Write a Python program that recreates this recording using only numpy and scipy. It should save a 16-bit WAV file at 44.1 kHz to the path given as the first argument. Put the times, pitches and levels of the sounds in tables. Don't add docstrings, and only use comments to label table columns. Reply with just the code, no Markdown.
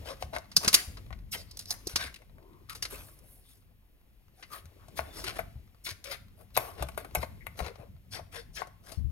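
import sys
import numpy as np
from scipy import signal
from scipy.fft import rfft, irfft, next_fast_len
from scipy.io import wavfile
from scipy.ndimage import uniform_filter1d, map_coordinates

SR = 44100
rng = np.random.default_rng(int(sys.argv[2]) if len(sys.argv) > 2 else 0)


def store_wav(level_fs):
    pcm = np.round(np.clip(np.atleast_2d(level_fs), -1, 1) * 32767)
    wavfile.write(sys.argv[1], SR, pcm.T.astype(np.int16))


N = 401751
SIZE, MARGIN = 16384, 2048
HIT_SPAN_S = .01
T = np.maximum(np.arange(SIZE) - MARGIN, 0) / SR
HZ = np.fft.rfftfreq(SIZE, 1 / SR)
GATE = (T > 0) * signal.get_window(("tukey", .2), SIZE)

BAND_EDGES = [300, 1400, 3500, 8000, 16000]
# start in seconds, 60 dB decay time in seconds, body, mid, ring and air
# levels in dB, leftward pan in dB.
SHEET_SNAPS = [(0.5158, 0.061, -61, -59, -52, -60, -3.5), (0.565, 0.035, -38.5, -36.5, -17.5, -26.5, -1.5),
               (0.646, 0.03, -38.5, -42.5, -35.5, -41, -0.5), (0.659, 0.042, -44, -44, -43.5, -52, -5),
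               (0.6776, 0.045, -34.5, -31, -22, -28, -2), (0.729, 0.045, -42.5, -36, -33, -31, -2),
               (0.7412, 0.042, -39, -25, -18.5, -18, -5.5), (0.7462, 0.035, -38, -47, -19.5, -24.5, 5.5),
               (0.9702, 0.06, -53.5, -55.5, -54.5, -64.5, -2), (1.5106, 0.033, -74, -67, -51.5, -57, -5),
               (1.571, 0.014, -63, -62, -47, -48.5, -6.5), (1.591, 0.025, -65, -60, -42.5, -45, -4.5),
               (1.6558, 0.018, -76, -67, -51.5, -58.5, -4), (1.7056, 0.038, -55, -52.5, -30.5, -39, -4),
               (1.7084, 0.031, -48, -58, -46, -40.5, 3), (1.723, 0.022, -68, -60, -46, -46.5, -2.5),
               (1.8706, 0.03, -51, -58, -36, -41.5, -6), (1.958, 0.047, -38, -34, -27, -34.5, -3.5),
               (2.1416, 0.024, -77, -53.5, -53.5, -57, -1), (2.159, 0.033, -75, -54.5, -56.5, -60, -1),
               (2.6955, 0.054, -61, -46, -48, -46, 1), (2.7495, 0.12, -52, -54, -48.5, -49, -1.5),
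               (2.8239, 0.059, -50.5, -41, -33.5, -38.5, -1), (2.851, 0.049, -49, -43.5, -41.5, -48, -3.5),
               (3.188, 0.03, -70, -86.5, -68.5, -61, -5), (4.4255, 0.066, -58.5, -49, -53.5, -68, 0),
               (5.2399, 0.063, -45, -46.5, -43, -43.5, 0.5), (6.0409, 0.04, -60, -56, -47, -48.5, 4),
               (7.046, 0.035, -47, -53, -62.5, -56, -0.5), (8.9177, 0.072, -51.5, -57.5, -50.5, -50, 7.5)]
# start in seconds, body, mid, ring and air levels in dB, leftward pan
# in dB, chatter in dB.
CASING_KNOCKS = [(0.225, -35, -46.5, -47, -54.5, -1, -7), (0.3342, -41, -51.5, -59, -62, -5.5, -0.5),
                 (0.3643, -38, -39.5, -51.5, -53, -3, -4.5), (0.385, -43, -62.5, -50, -56, 0.5, -12),
                 (1.106, -48.5, -58, -71.5, -72, 4, -0.5), (1.128, -52.5, -50.5, -58, -75.5, -2.5, -4.5),
                 (2.219, -63, -65, -74.5, -71.5, 0, 3), (2.3838, -60, -69, -87, -78, -4, -6),
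                 (4.656, -67.5, -66, -63, -64.5, 4, -1), (4.8836, -54.5, -69, -64, -65, 4, 2),
                 (4.9924, -30, -38, -55, -63, 1, -14), (5.3913, -32.5, -40, -76, -47.5, 1, -9.5),
                 (5.396, -44, -51, -61.5, -54.5, 2.5, -8), (6.567, -33.5, -41.5, -36.5, -43, -2.5, -8),
                 (6.575, -23, -31, -36, -26, 5, -9), (6.825, -32, -45, -45, -43, 2, -1.5),
                 (6.8869, -46, -49, -56.5, -51.5, 0.5, 0), (6.9766, -34.5, -42.5, -51.5, -42.5, 3, 9.5),
                 (7.1502, -28.5, -41, -39.5, -31.5, 0, 2.5), (7.1562, -54, -34.5, -52, -40.5, -0.5, -10),
                 (7.2311, -33.5, -41.5, -55, -55, 0.5, -7.5), (7.468, -45, -41, -57.5, -48, 5.5, -7.5),
                 (7.591, -40, -44.5, -49, -55, 7, 14), (7.603, -35, -46, -51.5, -71.5, 2.0, 7),
                 (7.756, -55, -64, -63, -74, 11, 4), (8.1915, -41.5, -64.5, -71, -67, 3, 2.5),
                 (8.6196, -34, -43, -74, -58, 6.5, -8.5), (8.672, -52, -69, -63, -65.5, 4, 0)]
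# peak time, rise and fall in seconds, body, mid, ring and air levels in dB,
# leftward pan in dB, lag of the lows in seconds per octave, ratio of crackle to hiss.
RUB_STROKES = [(.09, .05, 0.07, -50.5, -55.5, -54.5, -60, 0, .001, .8),
               (.222, .03, 0.046, -63, -68, -63.5, -62.5, 0.5, .001, .6),
               (.35, .025, 0.06, -48, -55.5, -55, -61, -1.5, .001, 1.2),
               (.65, .06, 0.016, -48.5, -53, -51, -50, -5.5, .001, 1.3),
               (.765, 0.022, 0.074, -53.5, -44.5, -51, -54, -5, .001, .4),
               (1.338, .023, 0.04, -56, -45.5, -45.5, -44, -3, .006, .4),
               (1.385, .03, .06, -61.5, -69, -55, -62.5, -4.5, .001, .4),
               (1.6, 0.038, 0.054, -72.5, -68, -56.5, -61, -1, .001, 6),
               (1.712, 0.033, .07, -60, -60.5, -69, -53.5, 1, .012, 1.3),
               (1.9, .024, 0.07, -61, -61, -58.5, -56, -1, 0.00066, .6),
               (2.02, .062, .1, -52.5, -48, -49, -55, -2, .001, 0.72),
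               (2.704, .02, 0.089, -73.5, -65, -61, -64, -1.5, .001, 0.89),
               (2.934, 0.062, 0.15, -58, -59.5, -60.5, -54, -2.5, .001, 0.41),
               (3.06, .06, 0.18, -70, -83.5, -75, -63, -1, .001, .4),
               (3.31, .12, 0.16, -81, -87, -81, -64.5, -0.5, .001, 0.31),
               (3.49, .1, 0.17, -88, -84, -76.5, -69, -0.5, 0.0011, .4),
               (4.41, .08, 0.15, -72.5, -76.5, -76, -73.5, 0, 0.0013, 0.51),
               (4.54, 0.055, 0.088, -60, -59.5, -60, -56, 1.5, .001, .65),
               (4.985, .031, .039, -55, -51, -51, -50.5, 3, 0.0044, .9),
               (5.019, .027, 0.156, -60.5, -67, -74.5, -69, 0, 0.00092, 1),
               (5.195, .08, 0.061, -54.5, -60, -54, -56, 0.5, .001, .9),
               (5.285, .05, 0.05, -50, -46.5, -48, -53.5, -0.5, .001, 1.6),
               (5.385, 0.077, 0.051, -52.5, -57.5, -59, -59.5, -2.5, .001, .9),
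               (5.868, .024, 0.039, -53.5, -47.5, -46.5, -49.5, 1, .008, 0.39),
               (5.9, .025, .04, -63, -51.5, -47, -54, -1.5, .003, .7),
               (6.06, .02, 0.14, -61, -56, -58.5, -61.5, 0.5, 0.0011, .4),
               (6.12, .03, .051, -52.5, -48.5, -48, -52.5, 4.5, .001, .35),
               (6.41, 0.055, 0.057, -63.5, -78.5, -80, -69.5, 5, 0.0011, .6),
               (6.559, .016, 0.0175, -56.5, -52, -52, -55.5, 6.5, .006, .4),
               (6.59, 0.011, 0.2, -51, -60, -62, -58, 0, 0.00089, 0.36),
               (6.815, .07, .052, -48.5, -59, -60.5, -67.5, 7, 0.0011, 0.7),
               (6.985, .02, .06, -56, -62, -64.5, -60, 1, .001, .6),
               (7.17, .015, .045, -47, -61, -58.5, -63, 1, .001, .4),
               (7.224, .025, 0.0391, -53.5, -54.5, -55.5, -59, 3, 0.0008, 0.63),
               (7.598, .039, 0.048, -50.5, -61, -58.5, -57, 4.5, .001, 1.3),
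               (7.655, 0.049, 0.073, -49.5, -54, -56, -64, 5.5, .001, 0.93),
               (7.799, .03, 0.097, -57, -73, -81, -79, 4.5, 0.00092, 1),
               (8.14, .03, 0.08, -53.5, -53.5, -50, -56, 3, .008, 0.345),
               (8.355, .044, .091, -56, -56, -55, -59, 3, .001, .65),
               (8.58, .045, 0.085, -54, -55, -52, -59, 5, .011, 0.44),
               (8.89, .07, .14, -61, -66.5, -64.5, -64, 4, 0.0011, 1)]
# start and end in seconds, first and last pitch in Hz, ratio
# of pitch to bandwidth, level in dB.
CREAKS = [(0.081, 0.138, 534, 558, 6, -46.5), (0.073, .14, 1000, 1120, 4, -53.5),
          (0.326, 0.391, 681, 611, 8.7, -47.5), (0.63, 0.66, 1150, 1183, 8.6, -47),
          (1.346, 1.368, 1000, 437, 3.1, -49), (1.464, 1.65, 4440, 5180, 3.6, -70),
          (1.665, 1.725, 4960, 5320, 3.6, -55), (1.854, 1.932, 5400, 5600, 4.8, -57),
          (1.985, 2.048, 1535, 1510, 12, -49.5), (2.342, 2.683, 924, 1122, 3.04, -71.5),
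          (2.352, 2.655, 364.6, 328, 2.4, -64), (2.688, 2.742, 1280, 1247, 4.7, -53),
          (2.921, 2.945, 434, 457, 5, -48.5), (3.437, 3.54, 3550, 3510, 4, -75.5),
          (4.368, 4.416, 732, 764, 5, -67.5), (4.503, 4.579, 1217, 1193, 5.1, -50.5),
          (4.784, 4.86, 1095, 1230, 1.6, -67.5), (5.053, 5.188, 3600, 3470, 81, -67),
          (5.237, 5.273, 379.7, 350, 7.9, -47), (6.049, 6.127, 520, 573, 6.9, -49.5),
          (6.568, 6.584, 1080, 1062, 8, -35), (6.593, 6.67, 800, 722, 3, -54),
          (7.405, 7.44, 2110, 2020, 7, -60), (7.619, 7.726, 507, 458, 3.4, -51.5),
          (8.33, 8.42, 479, 467, 15, -54.5), (8.336, 8.409, 1766, 1636, 3.8, -55.5),
          (8.559, 8.619, 1800, 1595, 4.5, -51.5)]
# start in seconds,
# pitch in Hz, level in dB, 60 dB decay time in seconds, leftward pan in dB.
LOW_THUMPS = [(.005, 70, -37.5, 0.25, 0), (.237, 69, -34, 0.23, 2), (.37, 71.4, -35.5, 0.12, 2.5),
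              (0.573, 187, -30, 0.059, 4), (0.6745, 207, -13, 0.022, 5.5), (0.743, 288.6, -27, 0.03, -1.5),
              (0.876, 78.5, -27.5, 0.13, 1.5), (1.105, 67, -36.5, 0.36, 10), (1.8695, 273, -18, 0.021, 11),
              (1.936, 84.7, -37.5, 0.24, 4), (2.05, 66.6, -35, 0.18, 2), (4.644, 79.5, -41, 0.21, 3),
              (4.993, 73, -38.5, 0.46, 1), (5.556, 69.4, -34.5, 0.18, 3), (5.913, 80, -37, 0.12, 7),
              (6.579, 110, -33, 0.085, 9), (6.806, 69, -28, 0.29, 3.5), (7.172, 69.7, -25, .2, 5),
              (7.611, 68.1, -26, 0.18, 6), (7.231, 217, -33.5, 0.046, 3), (7.796, 101.5, -29, 0.052, 1.5),
              (8.211, 91, -34.5, 0.12, 1), (8.973, 81, -28, 0.5, 45.5), (9.044, 65.5, -22.5, 0.2, 48.5)]
# frequency in Hz, width in Hz, level in dB.
SHEET_MODES = [(1300, 450, -12), (2090, 99, -14), (2850, 280, -11.5), (4200, 400, -3.5), (4900, 860, 1),
               (5940, 260, -4.5), (8750, 220, -10.5), (9313, 300, -5.5), (10500, 680, -7.5),
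               (13180, 210, -15)]
CASING_MODES = [(672, 170, 1), (870, 61, -3), (1117, 130, -1.5), (1476, 170, -3), (2084, 360, -2),
                (2440, 430, -20), (3716, 450, -16), (6096, 680, -19.5), (9640, 2400, -12),
                (11600, 1300, -16)]
# frequency in Hz, level in dB.
RUB_EQ = [(150, -39), (280, -5), (450, -3), (650, -4), (850, -7), (1200, -0.5), (2200, 3), (3300, -3.5),
          (4400, -4.5), (5800, -11), (7700, -17.5), (9400, -9), (11800, -10.5), (16000, -19.5)]
THUMP_EQ = [(40, -22), (110, 5.5), (190, -6), (300, -21), (700, -48.5), (2000, -100)]
RUMBLE_EQ = [(15, -41.5), (28, -21), (45, 4.5), (68, -4), (100, -1), (135, -9.5), (200, -13), (320, -26.5),
             (600, -45.5), (1500, -100)]
BRUSH_BODY_EQ = [(120, -34), (250, 3.5), (600, -1.5), (1100, -10), (2200, -21.5), (5000, -52)]
BRUSH_RING_EQ = [(800, -17), (2000, 1), (5000, -4), (7500, -10.5), (10000, -31)]
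BRUSH_AIR_EQ = [(6000, -31), (8500, -6), (10500, -1), (13000, 0), (16000, -9.5)]
HISS_EQ = [(20, 22), (45, 32), (75, 18.5), (200, 9), (400, 1), (1000, -4.5), (2600, -4), (7500, -19.5),
           (12000, -6), (16000, -10.5)]
# time in seconds, level in dB.
GRIP_RIDE = [(0, -54), (.5, -57), (.8, -54), (1.15, -47), (1.5, -56), (2.0, -54.5), (2.5, -61.5),
             (2.95, -52), (3.3, -62), (4.15, -66), (4.55, -63), (5.0, -55.5), (5.4, -48.5), (5.8, -64.5),
             (6.35, -56), (7.25, -52), (8.0, -55.5), (9.11, -56.5)]
FINGER_RIDE = [(0, -58), (.46, -70), (.72, -53.5), (1.25, -73), (1.9, -62.5), (2.3, -74.5), (2.65, -72),
               (2.95, -64), (3.75, -79.5), (4.3, -76), (4.9, -66), (5.2, -57), (5.72, -73.5), (6.5, -72.5),
               (6.8, -63.5), (7.7, -69.5), (8.0, -74.5), (9.11, -73)]
# frequency in Hz, 60 dB decay time in seconds.
ROOM_DECAY = [(150, 0.13), (1000, 0.37), (4000, 0.39), (8000, 0.34), (12000, 0.39)]
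# frequency in Hz, left over right in dB.
PORT_BALANCE = [(60, 6), (250, 10), (700, 8.8), (2200, 9), (5000, 2.5), (10000, 1), (14000, -2.5)]
# frequency in Hz, lead of the left in radians.
PORT_PHASE = [(100, 0.15), (450, 0.89), (900, 1.3), (2000, 2.4), (3300, 1.9), (5000, 1.9), (8000, 0.53),
              (12000, 0)]
# frequency in Hz, coherence from 0 to 1.
PORT_COHERENCE = [(80, 0.7), (300, 0.71), (900, 0.816), (2500, .27), (5000, 1), (8000, 0.87), (13000, 0.82)]


def sheet_snaps(rise_s=.0005, hold_s=.0053, unrung_db=-11):
    out = np.zeros((2, N))
    tone = causal(eq_gain([(100, -10.5), (300, 2.5), (12000, -5), (16000, -16.5)]))
    for start, t60, *levels_db, pan_db in SHEET_SNAPS:
        buckle = amp(-60 * (np.hypot(T, hold_s) - hold_s) / t60) * (1 - np.exp(-T / rise_s))
        envelope = lead_in(db=-24, t60=.015) + buckle
        sheet = resonate(SHEET_MODES, detune=.008, scatter_db=2) + amp(unrung_db)
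        burst = rfft(envelope * rng.standard_normal((2, SIZE)))
        add(out, start, voiced(burst * sheet * tone, levels_db, pan_db, HIT_SPAN_S))
    return out


def sheet_ticks(count=40, spread_db=3, cap_db=-66, t60=.03):
    out = np.zeros((2, N))
    busy_db = ride(FINGER_RIDE)
    for moment, strength, brightness in rng.random((count, 3)):
        onset = int(moment * N)
        level_db = min(busy_db[onset], cap_db) + spread_db * (2 * strength - 1)
        slip = rfft(GATE * amp(-60 * T / t60) * rng.standard_normal((2, SIZE)))
        sheet = resonate(SHEET_MODES, detune=.05, scatter_db=4)
        colour_db = np.array([3, -1, -7, -10]) + np.array([-8, -3, 2, 3]) * brightness
        add(out, onset / SR, voiced(slip * sheet, level_db + colour_db, 0, HIT_SPAN_S))
    return out


def casing_knocks(chatter_t60=.044, rattle_t60=.048, unrung_db=-24):
    out = np.zeros((2, N))
    tone = causal(eq_gain([(100, -7), (400, -2), (700, 5), (12500, .5), (16000, -10.5)]))
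    for start, *levels_db, pan_db, chatter_db in CASING_KNOCKS:
        chatter = amp(chatter_db - 11 - 60 * T / chatter_t60)
        rattle = amp(-35 - 60 * T / rattle_t60)
        blow = GATE * rng.standard_normal((2, SIZE)) * (chatter + rattle)
        blow[0, MARGIN] += 2
        swell = rng.standard_normal((2, SIZE)) * lead_in(db=-24, t60=.016)
        casing = resonate(CASING_MODES, detune=.025, scatter_db=2) + amp(unrung_db)
        add(out, start, voiced(rfft(blow + swell) * casing * tone, levels_db, pan_db, HIT_SPAN_S))
    return out


def rubs(casing_db=-1, flutter_db=2):
    out = np.zeros((2, N))
    octaves_down = np.clip(np.log2(3000 / (HZ + 1)), -1, 3)
    for peak, rise, fall, *levels_db, pan_db, lag, crackle in RUB_STROKES:
        speed = np.interp(T, np.cumsum([0, rise, fall]), [0, 1, 0])
        flutter = amp(flutter_db * jitter(smooth_samples=300))
        pressure = np.sin(speed * np.pi / 2) ** 1.4 * (1 + speed) * flutter
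        slowing = np.exp(-2j * np.pi * np.cumsum(lag * octaves_down) * HZ[1])
        roughness = patchy(rng.standard_normal((2, SIZE)), depth_db=4.5)
        hiss = rfft(pressure * roughness) * slowing
        slips = rfft(pressure * grains(per_second=1400, spread_db=3))
        casing = resonate(CASING_MODES, detune=.07, scatter_db=3)
        colour = causal(eq_gain(RUB_EQ)) * (1 + amp(casing_db) * casing)
        add(out, peak - rise, voiced((hiss + crackle * slips) * colour, levels_db, pan_db, rise + fall))
    return out


def creaks(pan_db=-2):
    out = np.zeros((2, N))
    for start, end, first_hz, last_hz, sharpness, db in CREAKS:
        width_hz = first_hz / sharpness
        span = np.clip(end - start, .01, T[-1])
        progress = np.minimum(T / span, 1)
        phase = 2 * np.pi * np.cumsum(first_hz + (last_hz - first_hz) * progress) / SR
        drive = irfft(rfft(rng.standard_normal((2, 2, SIZE))) / (1 + (2 * HZ / width_hz) ** 2))
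        swell = np.abs(np.sin(np.pi * progress)) ** .5
        tone = (drive[0] * np.cos(phase) + drive[1] * np.sin(phase)) * swell
        tone = irfft(ports(rfft(tone), HZ, pan_db))
        add(out, start, tone * amp(db) * np.sqrt(span * SR) / np.linalg.norm(tone.mean(0)))
    return out


def thumps(rise_s=.0035, waver_depth=.12, noise_db=-11):
    out = np.zeros((2, N))
    for start, hz, db, t60, pan_db in LOW_THUMPS:
        waver = np.exp(waver_depth * jitter(smooth_samples=400))
        swing = np.sin(2 * np.pi * hz * np.cumsum(GATE * waver) / SR)
        noise = unit(irfft(rfft(rng.standard_normal(SIZE)) * eq_gain(THUMP_EQ)))
        envelope = amp(db - 60 * T / t60) * (1 - np.exp(-T / rise_s))
        sides = amp([[pan_db / 2], [-pan_db / 2]])
        add(out, start, (swing + amp(noise_db) * noise) * envelope * sides / sides.mean())
    return out


def grip_rumble(effort, effort_db=-2, lumps_db=2):
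    rumble = stereo_noise(RUMBLE_EQ, pan_db=-5)
    power = np.abs(uniform_filter1d(rumble.mean(0) ** 2, size=3000))
    evened = rumble / np.sqrt(power + .037)
    lumps = amp(lumps_db * wobble(knots_per_s=14))
    return evened * lumps * np.hypot(amp(ride(GRIP_RIDE)), amp(effort_db) * effort)


def finger_brushing(effort, effort_db=-13.5):
    body = amp(-2) * patchy(stereo_noise(BRUSH_BODY_EQ, pan_db=.5), depth_db=4)
    ring = amp(-6) * stereo_noise(BRUSH_RING_EQ, pan_db=-1.5)
    air = amp(-8) * stereo_noise(BRUSH_AIR_EQ, pan_db=2)
    return (body + ring + air) * np.hypot(amp(ride(FINGER_RIDE)), amp(effort_db) * effort)


def background_hiss(level_db=-64.5):
    return amp(level_db) * stereo_noise(HISS_EQ, pan_db=-4)


def room(send, crossfeed=.027):
    hz, t, noise = signal.stft(rng.standard_normal((2, SR // 2)), SR, nperseg=256)
    colour_db = along([(200, .5), (1000, 2), (2200, 2), (5000, -2.5), (8000, 0), (12000, -.5)], hz)
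    decay = amp(colour_db[:, None] - 60 * t / along(ROOM_DECAY, hz)[:, None])
    tail = signal.istft(noise * decay, SR, nperseg=256)[1]
    tail = np.pad(tail / np.linalg.norm(tail[0]), ((0, 0), (SR // 200, 0)))
    tail = tail + crossfeed * tail[::-1]
    return signal.fftconvolve(send.mean(0)[None], tail, axes=1)[:, :N] * amp([[1], [-1]])


def hand_effort(gather_t60=.28, ebb_t60=.25):
    t = np.arange(0, N, 64) / SR
    power = sum(amp(body_db - 60 * np.maximum((peak - t) / gather_t60, (t - peak) / ebb_t60)) ** 2
                for peak, _, _, body_db, *_ in RUB_STROKES)
    return np.sqrt(np.interp(np.arange(N) / SR, t, power))


def resonate(modes, detune, scatter_db):
    hz, width, db = np.transpose(modes)[:, :, None]
    shift, level = rng.standard_normal((2, len(modes), 1))
    hz = hz * np.exp(detune * shift)
    damping = 1j * HZ * width
    return np.sum(amp(db + scatter_db * level) * damping / (hz ** 2 - HZ ** 2 + damping), 0)


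def ports(pair, hz, pan_db):
    spread = np.arccos(np.clip(along(PORT_COHERENCE, hz), -1, 1)) / 2
    mid, side = pair[0] * np.cos(spread), pair[1] * np.sin(spread)
    lean = amp((along(PORT_BALANCE, hz) + pan_db) / 2) * np.exp(.5j * along(PORT_PHASE, hz))
    return np.array([(mid + side) * lean, (mid - side) / lean])


def voiced(pair, levels_db, pan_db, span):
    spectrum = ports(pair, HZ, pan_db)
    bands = list(zip(BAND_EDGES, BAND_EDGES[1:]))
    centres = np.sqrt(np.prod(bands, axis=1))
    for _ in range(2):
        power = np.abs(spectrum.mean(0)) ** 2 * 2 / (SIZE * span * SR)
        now_db = 10 * np.log10([power[(HZ >= lo) & (HZ < hi)].sum() + 1e-20 for lo, hi in bands])
        spectrum = spectrum * causal(eq_gain(np.c_[centres, levels_db - now_db]))
    return irfft(spectrum)


def causal(gain):
    cepstrum = irfft(np.log(np.maximum(gain, 1e-6)))
    cepstrum[1:SIZE // 2] *= 2
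    cepstrum[SIZE // 2 + 1:] = 0
    return np.exp(rfft(cepstrum))


def stereo_noise(eq, pan_db):
    size = next_fast_len(N)
    hz = np.fft.rfftfreq(size, 1 / SR)
    spectrum = ports(rfft(rng.standard_normal((2, size))), hz, pan_db)
    noise = irfft(spectrum * eq_gain(eq, hz), size)[:, :N]
    return noise / noise.mean(0).std()


def patchy(x, depth_db):
    frames = signal.stft(x, nperseg=512)[2]
    patches = uniform_filter1d(rng.standard_normal(frames.shape[1:]), size=4, axis=0)
    patches = uniform_filter1d(patches, size=6, axis=1)
    return signal.istft(frames * amp(depth_db * unit(patches)), nperseg=512)[1][:, :x.shape[1]]


def grains(per_second, spread_db):
    slips = rng.random(SIZE) < per_second / SR
    return unit(slips * amp(spread_db * rng.standard_normal(SIZE)) * rng.standard_normal((2, SIZE)))


def lead_in(db, t60):
    before = np.maximum(MARGIN - np.arange(SIZE), 0) / SR
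    return (before > 0) * amp(db - 60 * before / t60)


def jitter(smooth_samples):
    return unit(uniform_filter1d(rng.standard_normal(SIZE), size=smooth_samples))


def wobble(knots_per_s):
    knots = rng.standard_normal(int(N * knots_per_s / SR) + 4)
    return map_coordinates(knots, [np.arange(N) * knots_per_s / SR])


def add(track, start, sound):
    i = round(start * SR) - MARGIN
    part = (sound * signal.get_window(("tukey", .1), SIZE))[:, max(-i, 0):N - i]
    track[:, max(i, 0):][:, :part.shape[1]] += part


def ride(points):
    return np.interp(np.arange(N) / SR, *np.transpose(points))


def along(points, hz):
    knots_hz, values = np.transpose(points)
    return np.interp(np.log(hz + 1), np.log(knots_hz + 1), values)


def eq_gain(points, hz=HZ):
    return amp(along(points, hz))


def amp(db):
    return 10 ** (np.asarray(db) / 20)


def unit(x):
    return x / np.sqrt(np.mean(x ** 2) + 1e-20)


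def scene():
    sheet = sheet_snaps() + sheet_ticks()
    casing = casing_knocks()
    sliding = rubs() + creaks()
    effort = hand_effort()
    bed = thumps() + grip_rumble(effort) + finger_brushing(effort) + background_hiss()
    send = amp(-12.5) * sheet + amp(-11.5) * casing + amp(-10.5) * sliding
    return sheet + casing + sliding + bed + room(send)


def record(dry):
    ceiling, knee, top_hz = .72, 4, 15900
    size = next_fast_len(N + SIZE)
    rounded = dry / (1 + np.abs(dry / ceiling) ** knee) ** (1 / knee)
    passband = np.fft.rfftfreq(size, 1 / SR) < top_hz
    return irfft(rfft(rounded, size) * passband, size)[:, :N]


dry = scene()
out = record(dry)
store_wav(out)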